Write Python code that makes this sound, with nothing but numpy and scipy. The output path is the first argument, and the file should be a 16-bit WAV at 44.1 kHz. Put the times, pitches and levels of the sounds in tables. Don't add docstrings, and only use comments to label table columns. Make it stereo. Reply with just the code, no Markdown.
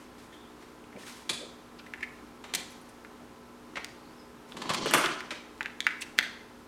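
import sys
import numpy as np
from scipy import signal
from scipy.fft import rfft, irfft, next_fast_len
from scipy.io import wavfile
from scipy.ndimage import map_coordinates

SR = 44100
rng = np.random.default_rng(int(sys.argv[2]) if len(sys.argv) > 2 else 0)


def store_wav(level_fs):
    pcm = np.round(np.clip(np.atleast_2d(level_fs), -1, 1) * 32767)
    wavfile.write(sys.argv[1], SR, pcm.T.astype(np.int16))


def to_linear_factor(level_db):
    exponent = np.asarray(level_db, float) / 20
    return 10 ** exponent


N = 294147

# (centre [Hz], width [Hz], level [dB])
EDGE_CRACK = [(5150, 16000, 51), (11100, 16000, -2.5), (12300, 850, -38)]
# (centre [Hz], width [Hz], level [dB])
TABLE_THUD = [(145, 127, 5), (340, 570, 4.5)]
# (frequency [Hz], likeness [0-1])
ROOM_LIKENESS = [(200, 0.98), (1500, 0.68), (4000, 0.54), (10000, 0.037)]


def unit(x):
    return x / np.sqrt(np.mean(x ** 2) + 1e-20)


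def with_peak(x, db):
    return to_linear_factor(db) * x / np.abs(x).max()


def noise(*shape):
    return rng.standard_normal(shape)


def along(points, hz):
    f, v = np.transpose(points)
    return np.interp(np.log(hz + 1), np.log(f + 1), v)


def wobble(rate):
    return map_coordinates(noise(int(N * rate / SR) + 4), [np.arange(N) * rate / SR])


def filtered(x, response):
    m = next_fast_len(x.shape[-1] + 8192)
    spectrum = rfft(x, m) * response(np.fft.rfftfreq(m, 1 / SR))
    return irfft(spectrum, m)[..., :x.shape[-1]]


def modes(rows):
    def response(f):
        total = 0
        for k, (centre, width, db) in enumerate(rows):
            damping = 1j * f * width
            total = total + (-1) ** k * to_linear_factor(db) * damping / (centre * centre - f * f + damping)
        return total
    return response


def peaked(x, rows, db):
    return with_peak(filtered(x, lambda f: modes(rows)(f) ** 2), db)


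def causal(x, points, tilt_db, db):
    hz = np.fft.rfftfreq(2048, 1 / SR)
    colour_db = along(points, hz) + tilt_db * np.log2(hz / 2000 + 0.068)
    cepstrum = irfft(np.log(to_linear_factor(np.maximum(colour_db, -90))))
    cepstrum[1:1024] *= 2
    cepstrum[1025:] = 0
    impulse = irfft(np.exp(rfft(cepstrum)))
    return with_peak(signal.fftconvolve(x, impulse)[:len(x)], db)


def dulled(x, db):
    top_hz = 19000 * to_linear_factor(0.15 * max(db, -30))
    return filtered(x, lambda f: 1 / (1 + 1j * f / top_hz * 1.94 - (f / top_hz) ** 2) ** 2)


def pair(x, likeness, gain=lambda hz: 1):
    def mid_side_gain(hz):
        turn = np.arccos(np.clip(along(likeness, hz), 0, 1)) / 2
        return gain(hz) * np.array([np.cos(turn), np.sin(turn)])
    mid, side = filtered(x, mid_side_gain)
    return np.array([mid + side, mid - side])


def add(out, s, hit, pan_db, lag, walls_db, room_db):
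    # (delay [s], left [dB], right [dB])
    reflections = [(.0035, -11, -12), (.007, -9, -10), (.014, -13, -13), (.022, -12, -13), (.040, -17, -16),
                   (.045, -16, -17)]
    # (frequency [Hz], time to fall 60 dB [s])
    decay = [(200, 0.62), (1000, 0.79), (2500, 0.64), (6000, 0.72), (12000, 0.34)]
    span = 30000
    hz, t, z = signal.stft(noise(2, span), SR, nperseg=256)
    fading = z * to_linear_factor(-60 * t / along(decay, hz)[:, None])
    tail = signal.istft(fading, SR, nperseg=256)[1][:, :span]
    t = np.arange(span) / SR
    far_wall = 1 + 1.3 * to_linear_factor(walls_db) * (t > .038) * np.exp(-np.abs(t - .038) / .05)
    tail = pair(tail, ROOM_LIKENESS) * (1 - np.exp(-t / .01)) * far_wall
    tail = to_linear_factor(room_db) * tail / np.linalg.norm(tail[0])
    echoes = np.zeros((2, span))
    for delay, *side_db in reflections:
        echoes[:, round(delay * SR)] = to_linear_factor(np.array(side_db) + walls_db)
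    echoes = filtered(echoes, lambda f: 1 / (1 + 1j * f / 4000))
    arrival = 8 + np.array([[lag], [-lag]]) / 2
    direct = np.sinc(np.arange(span) - arrival) * to_linear_factor(np.array([[pan_db], [-pan_db]]) / 2)
    heard = signal.fftconvolve(hit[None], direct + echoes + tail, axes=1)
    place = out[:, round(s * SR):][:, :span]
    place += heard[:, :place.shape[1]]


def snaps():
    # (time [s], peak [dB], shell tone [Hz], crack [dB], upper mode [dB])
    blows = [(1.0657, -42, 2370, -12, -4), (1.937, -23, 2020, -14.5, -28), (3.0481, -34, 1680, -17, -21),
             (3.845, -32.5, 1760, 9, 1), (4.5213, -36.5, 1470, -14, 4), (5.06, -19, 1500, -1.5, 3.5),
             (5.579, -54, 1600, 9, -13), (5.206, -26.5, 1750, -6, -30), (5.6079, -17.5, 1800, -22, -22),
             (5.629, -39, 1890, 6, -2), (5.6587, -19, 2040, -20, -20), (5.8046, -21.5, 2280, -0.5, 4),
             (5.8672, -6, 1900, -13.5, -14), (6.1877, -5.5, 2000, -7, -6)]
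    out, t = np.zeros((2, N)), np.arange(2048) / SR
    for s, db, hz, crack_db, upper_db in blows:
        push = to_linear_factor(-60 * t / .0015) * (1 + .2 * noise(len(t)))
        shell = peaked(push, [(0.672 * hz, 0.37 * hz, -6), (hz, 0.69 * hz, 0)], db)
        upper = peaked(push, [(3470, 930, 0)], db + upper_db)
        wall_modes = [(910, 180, 7), (1500, 280, 4.0), (2130, 1050, 12.5), (3800, 1200, upper_db + 7)]
        ring = peaked(to_linear_factor(-60 * t / 0.041) * noise(len(t)), wall_modes, db - 10)
        burst = dulled(to_linear_factor(-60 * t / 0.0092) * noise(len(t)), db)
        crack = peaked(burst, EDGE_CRACK, db + crack_db)
        add(out, s, shell + upper + ring + crack, pan_db=-2.5, lag=0.76, walls_db=-3.0, room_db=-11)
    return out


def scrapes():
    # (time of the crest [s], peak [dB], shell tone [Hz], crack [dB])
    rubs = [(.328, -45.5, 1920, -24), (.84, -48, 2480, -22), (0.927, -45.5, 1920, -26),
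            (0.964, -43, 2170, -20), (1.033, -43, 1700, -24), (2.705, -49, 10800, -13),
            (2.719, -48, 10400, -20.1), (2.815, -50, 9800, -18), (2.891, -49, 9050, -5),
            (6.182, -30, 2170, -8), (1.7903, -43.5, 4520, -16), (1.794, -43, 2700, -20.1),
            (1.7977, -41.5, 1400, -13), (1.8644, -41.5, 2000, -14.5), (2.0083, -38, 2050, -14),
            (2.03, -21.5, 2050, -25.5), (6.0113, -36, 8500, -7), (6.0195, -25.5, 2490, -8.5)]
    rise_s, fall_s = 0.0023, 0.0079
    out, t = np.zeros((2, N)), np.arange(4096) / SR - 1300 / SR
    swell = np.exp(-np.abs(t) / np.where(t < 0, rise_s, fall_s))
    for s, db, hz, crack_db in rubs:
        friction = swell * noise(2, len(t))
        shell = peaked(friction[0], [(hz, .33 * hz, 0)], db)
        crack = peaked(dulled(friction[1], db), EDGE_CRACK, db + crack_db + 6)
        add(out, s + t[0], shell + crack, pan_db=-3.0, lag=0.76, walls_db=-7, room_db=-13.0)
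    return out


def slaps(rows, colour, pan_db, usual_db, thud_db):
    out, t = np.zeros((2, N)), np.arange(6000) / SR
    for s, db, treble_db, length, room_db in rows:
        clump = (1 - np.exp(-t / 0.00062)) * np.exp(-(t / length) ** 1.29)
        grit = clump * noise(2, len(t)) * to_linear_factor(2.9 * rng.exponential(size=(2, len(t))))
        tilt_db = (treble_db - usual_db) / 2
        contact = causal(grit[0], colour, tilt_db, db - 2)
        thud = peaked(grit[1], TABLE_THUD, db + thud_db)
        add(out, s, contact + thud, pan_db, lag=.65, walls_db=-6, room_db=room_db)
    return out


def cable_slaps():
    # (time [s], peak [dB], treble [dB], length [s], room [dB])
    on_case = [
        (1.292, -13, -12, 0.022, -9),
        (1.33, -24, -8, 0.024, -1.2),
    ]
    on_socket = [
        (2.439, -28, -22, 0.018, -2),
        (2.537, -15.5, -16, 0.0047, -3),
        (2.548, -12, -8, 0.0049, -12),
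        (2.553, -16, -8, 0.0063, -20),
    ]
    on_edge = [
        (0.624, -43, -11, 0.012, -1.1),
        (3.756, -24.5, -18, 0.0073, -2),
        (3.767, -21, -21, 0.012, -13),
        (3.794, -32, -32, 0.0034, -19),
        (5.306, -21.5, -13.5, 0.0073, -3.5),
        (5.314, -27.5, -10, 0.02, -7.5),
    ]
    on_rim = [
        (4.566, -23, -10.5, 0.028, -4.5),
        (4.617, -22.5, -14, 0.011, -2),
        (4.654, -29, -27, 0.0055, -1.1),
        (4.692, -15.5, -14.5, 0.021, -5),
        (4.735, -18.5, -5.5, 0.0068, -6),
        (4.744, -16.5, -9, 0.0071, -25),
        (4.828, -25, -30, 0.0055, -21),
    ]
    on_table = [
        (4.858, -16, -17, 0.014, -2.5),
        (4.909, -12, -12, 0.0035, -9),
        (4.917, -21, -12, 0.0038, 8),
        (4.936, -3, -12, 0.0074, -2.5),
        (4.943, -8.5, -15, 0.013, -7.5),
        (4.979, -15, -17, 0.0087, -7),
        (5.039, -14.5, -21.5, 0.017, -4.5),
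        (5.056, -22.5, -20, 0.026, -2),
    ]
    # (frequency [Hz], density [dB per Hz])
    case = [(120, -42), (200, -21), (300, -4), (660, -19), (1200, -6.5), (1770, -11), (2560, -3.5),
            (2950, -11), (3300, 1.5), (4500, -3), (5300, -11.5), (9800, -8.5), (11000, -17), (16500, -39)]
    socket = [(120, -33), (200, -22.5), (844, -14), (1020, -10), (1290, -11.5), (2370, -6.5), (2650, -11.5),
              (3560, -7.5), (4970, -17), (7190, -12.5), (12300, -23.5), (15600, -35), (16500, -63)]
    edge = [(120, -44), (200, -11.5), (689, -0.5), (1130, -1), (1340, 3.5), (1730, 2.5), (2290, 4.5),
            (2460, 1), (8490, -23.5), (15600, -48), (16500, -75)]
    rim = [(180, -25), (300, -10), (577, -24), (705, -6.5), (1040, 4), (1530, -8), (1600, -8), (2790, -7),
           (3140, -7.5), (4610, -9.5), (5370, -19), (7630, -17.5), (12000, -31), (15700, -44), (16500, -73)]
    table = [(180, -45), (300, -20), (355, -14.5), (464, -32), (513, -20), (923, -12), (1230, -4.5),
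             (2320, -8.5), (2890, -4.5), (3650, -14.5), (4170, -19.5), (7760, -15), (8730, -11.5),
             (14400, -18.5), (16500, -44)]
    out = slaps(on_case, case, pan_db=-.4, usual_db=-10.5, thud_db=-26.5)
    out += slaps(on_socket, socket, pan_db=-2.4, usual_db=-14, thud_db=-38)
    out += slaps(on_edge, edge, pan_db=.6, usual_db=-20, thud_db=-26)
    out += slaps(on_rim, rim, pan_db=0.33, usual_db=-15, thud_db=-29)
    out += slaps(on_table, table, pan_db=-1.7, usual_db=-8, thud_db=-18)
    return out


def drag():
    # (time [s], rattle [dB], rumble [dB])
    pull = [
        (4.5, -76, -63),
        (4.61, -53.5, -44.5),
        (4.74, -39, -40),
        (4.888, -34.5, -40),
        (4.978, -36, -35),
        (5.092, -41.5, -73),
        (5.3, -58, -60),
    ]
    # (centre [Hz], width [Hz], level [dB])
    resonances = [(1034, 46, 4.5), (1170, 110, -5), (2000, 310, -4.5), (3230, 310, 3), (4360, 540, 1.5),
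                  (5870, 1300, -4), (8900, 1800, -16.5)]
    s, rattle_db, rumble_db = np.transpose(pull)
    t = np.arange(N) / SR
    rattle = to_linear_factor(np.interp(t, s, rattle_db, -120, -120))
    rumble = to_linear_factor(np.interp(t, s, rumble_db, -120, -120))
    grains = noise(2, N) * to_linear_factor(3 * rng.exponential(size=N) + 5 * wobble(50))
    top = unit(pair(grains, ROOM_LIKENESS, modes(resonances)))
    uneven = noise(2, N) * to_linear_factor(3 * wobble(25))
    low = unit(pair(uneven, ROOM_LIKENESS, lambda f: modes(TABLE_THUD)(f) ** 2))
    return rattle * top + rumble * low


def thumps():
    # (time [s], peak [dB], tone [Hz], length [s])
    contacts = [(0.952, -35.5, 213, 0.0075), (0.967, -36, 275, 0.0064), (1.3, -39, 320, 0.0095),
                (1.405, -39, 547, 0.014), (1.426, -36.5, 317, 0.012), (2.54, -41.5, 172, 0.051),
                (1.302, -42, 139, 0.023), (4.698, -24.5, 137, 0.008), (4.852, -23.5, 410, 0.012),
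                (5.31, -35.5, 340, 0.018), (3.2, -47, 170, 0.02), (6.184, -32.5, 202, 0.0037)]
    out, t = np.zeros((2, N)), np.arange(4096) / SR
    for s, db, hz, length in contacts:
        push = t / length * np.exp(-t / length * 2) * noise(len(t))
        body = peaked(push, [(hz, 0.77 * hz, 0), (620, 300, -1)], db)
        add(out, s, body, pan_db=2.0, lag=0, walls_db=-28, room_db=-7)
    return out


def squeaks():
    # (time [s], pitch [Hz], level [dB])
    glides = [
        [(.32, 3390, -75), (.33, 3300, -59.5), (.39, 3410, -63.5), (.52, 3510, -70.5)],
        [(3.95, 4160, -74), (4.12, 4500, -68), (4.15, 5330, -80), (4.2, 5150, -63), (4.27, 5100, -75),
         (4.32, 5150, -82)],
    ]
    out, t = np.zeros(N), np.arange(N) / SR
    for rows in glides:
        s, hz, db = np.transpose(rows)
        turns = np.cumsum(np.interp(t, s, hz) + 200 * wobble(400)) / SR
        level_db = np.interp(t, s, db, -120, -120) + 4.5 + 1.5 * wobble(120)
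        out += to_linear_factor(level_db) * np.sin(2 * np.pi * turns)
    return out


def sleeves():
    # (start [s], hold [s], rustle [dB])
    moves = [(0.0, 0.036, -66.5), (0.184, 0.06, -65), (0.328, .02, -69), (0.61, 0.014, -68),
             (0.988, 0.19, -59), (1.197, 0.1, -68), (1.068, 0.0078, -57), (2.635, 0.15, -67.5),
             (2.876, 0.0083, -73), (4.08, 0.035, -90), (4.49, .03, -64)]
    # (frequency [Hz], density [dB per Hz])
    cloth = [(500, -20), (1000, -3), (2000, 0), (5000, -3), (9000, -6), (12000, -12), (16000, -24)]
    rise_s, fall_s = 0.0058, 0.04
    t = np.arange(N) / SR
    level = np.zeros(N)
    for s, hold, db in moves:
        away = np.maximum((s - t) / rise_s, (t - s - hold) / fall_s)
        level += to_linear_factor(db) * np.exp(-np.maximum(away, 0))
    grains = noise(2, N) * to_linear_factor(1.8 * rng.exponential(size=N))
    grains = grains * to_linear_factor(.7 * wobble(40))
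    return to_linear_factor(7.0) * level * unit(pair(grains, ROOM_LIKENESS, lambda f: to_linear_factor(along(cloth, f))))


def room_tone():
    # (frequency [Hz], density [dB per Hz])
    vent = [(12, -49), (20, -16), (179, -11), (244, -6), (265, -11.5), (289, -5), (428, -10), (506, -14),
            (551, -15.5), (839, -11.5), (1050, -13), (1650, -18), (11500, -34), (15200, -40.5),
            (16500, -49)]
    # (frequency [Hz], likeness)
    likeness = [(60, 0.32), (180, 0.62), (550, 0.39), (1650, 0.42), (4970, -1.7), (15000, -0.36)]
    # (frequency [Hz], rms level [dB])
    lines = [(60, -69), (242, -58), (301, -63), (361, -68.5), (422, -64.5), (441, -68), (479, -74.5),
             (539, -66.5), (899, -73.5), (1022, -66.5), (1200, -81.5), (1319, -69.5), (11950, -91)]
    air = unit(pair(noise(2, N), likeness, lambda f: to_linear_factor(along(vent, f))))
    air = to_linear_factor(-51 + 0.39 * wobble(6)) * air
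    t = np.arange(N) / SR
    hum = np.zeros(N)
    for hz, db in lines:
        level = to_linear_factor(db + 3 + 0.36 * wobble(2.87))
        hum += level * np.sin(2 * np.pi * hz * t + 1.0 * wobble(6))
    return air + hum * to_linear_factor(np.array([[.4], [-.4]]))


def scene():
    plug = snaps() + scrapes()
    cable = cable_slaps() + drag()
    hands = thumps() + squeaks() + sleeves()
    return plug + cable + hands + room_tone()


def top_cut(x):
    return signal.sosfilt(signal.butter(12, 16820, fs=SR, output="sos"), x)


def record(dry):
    return top_cut(dry)


dry = scene()
out = record(dry)
store_wav(out)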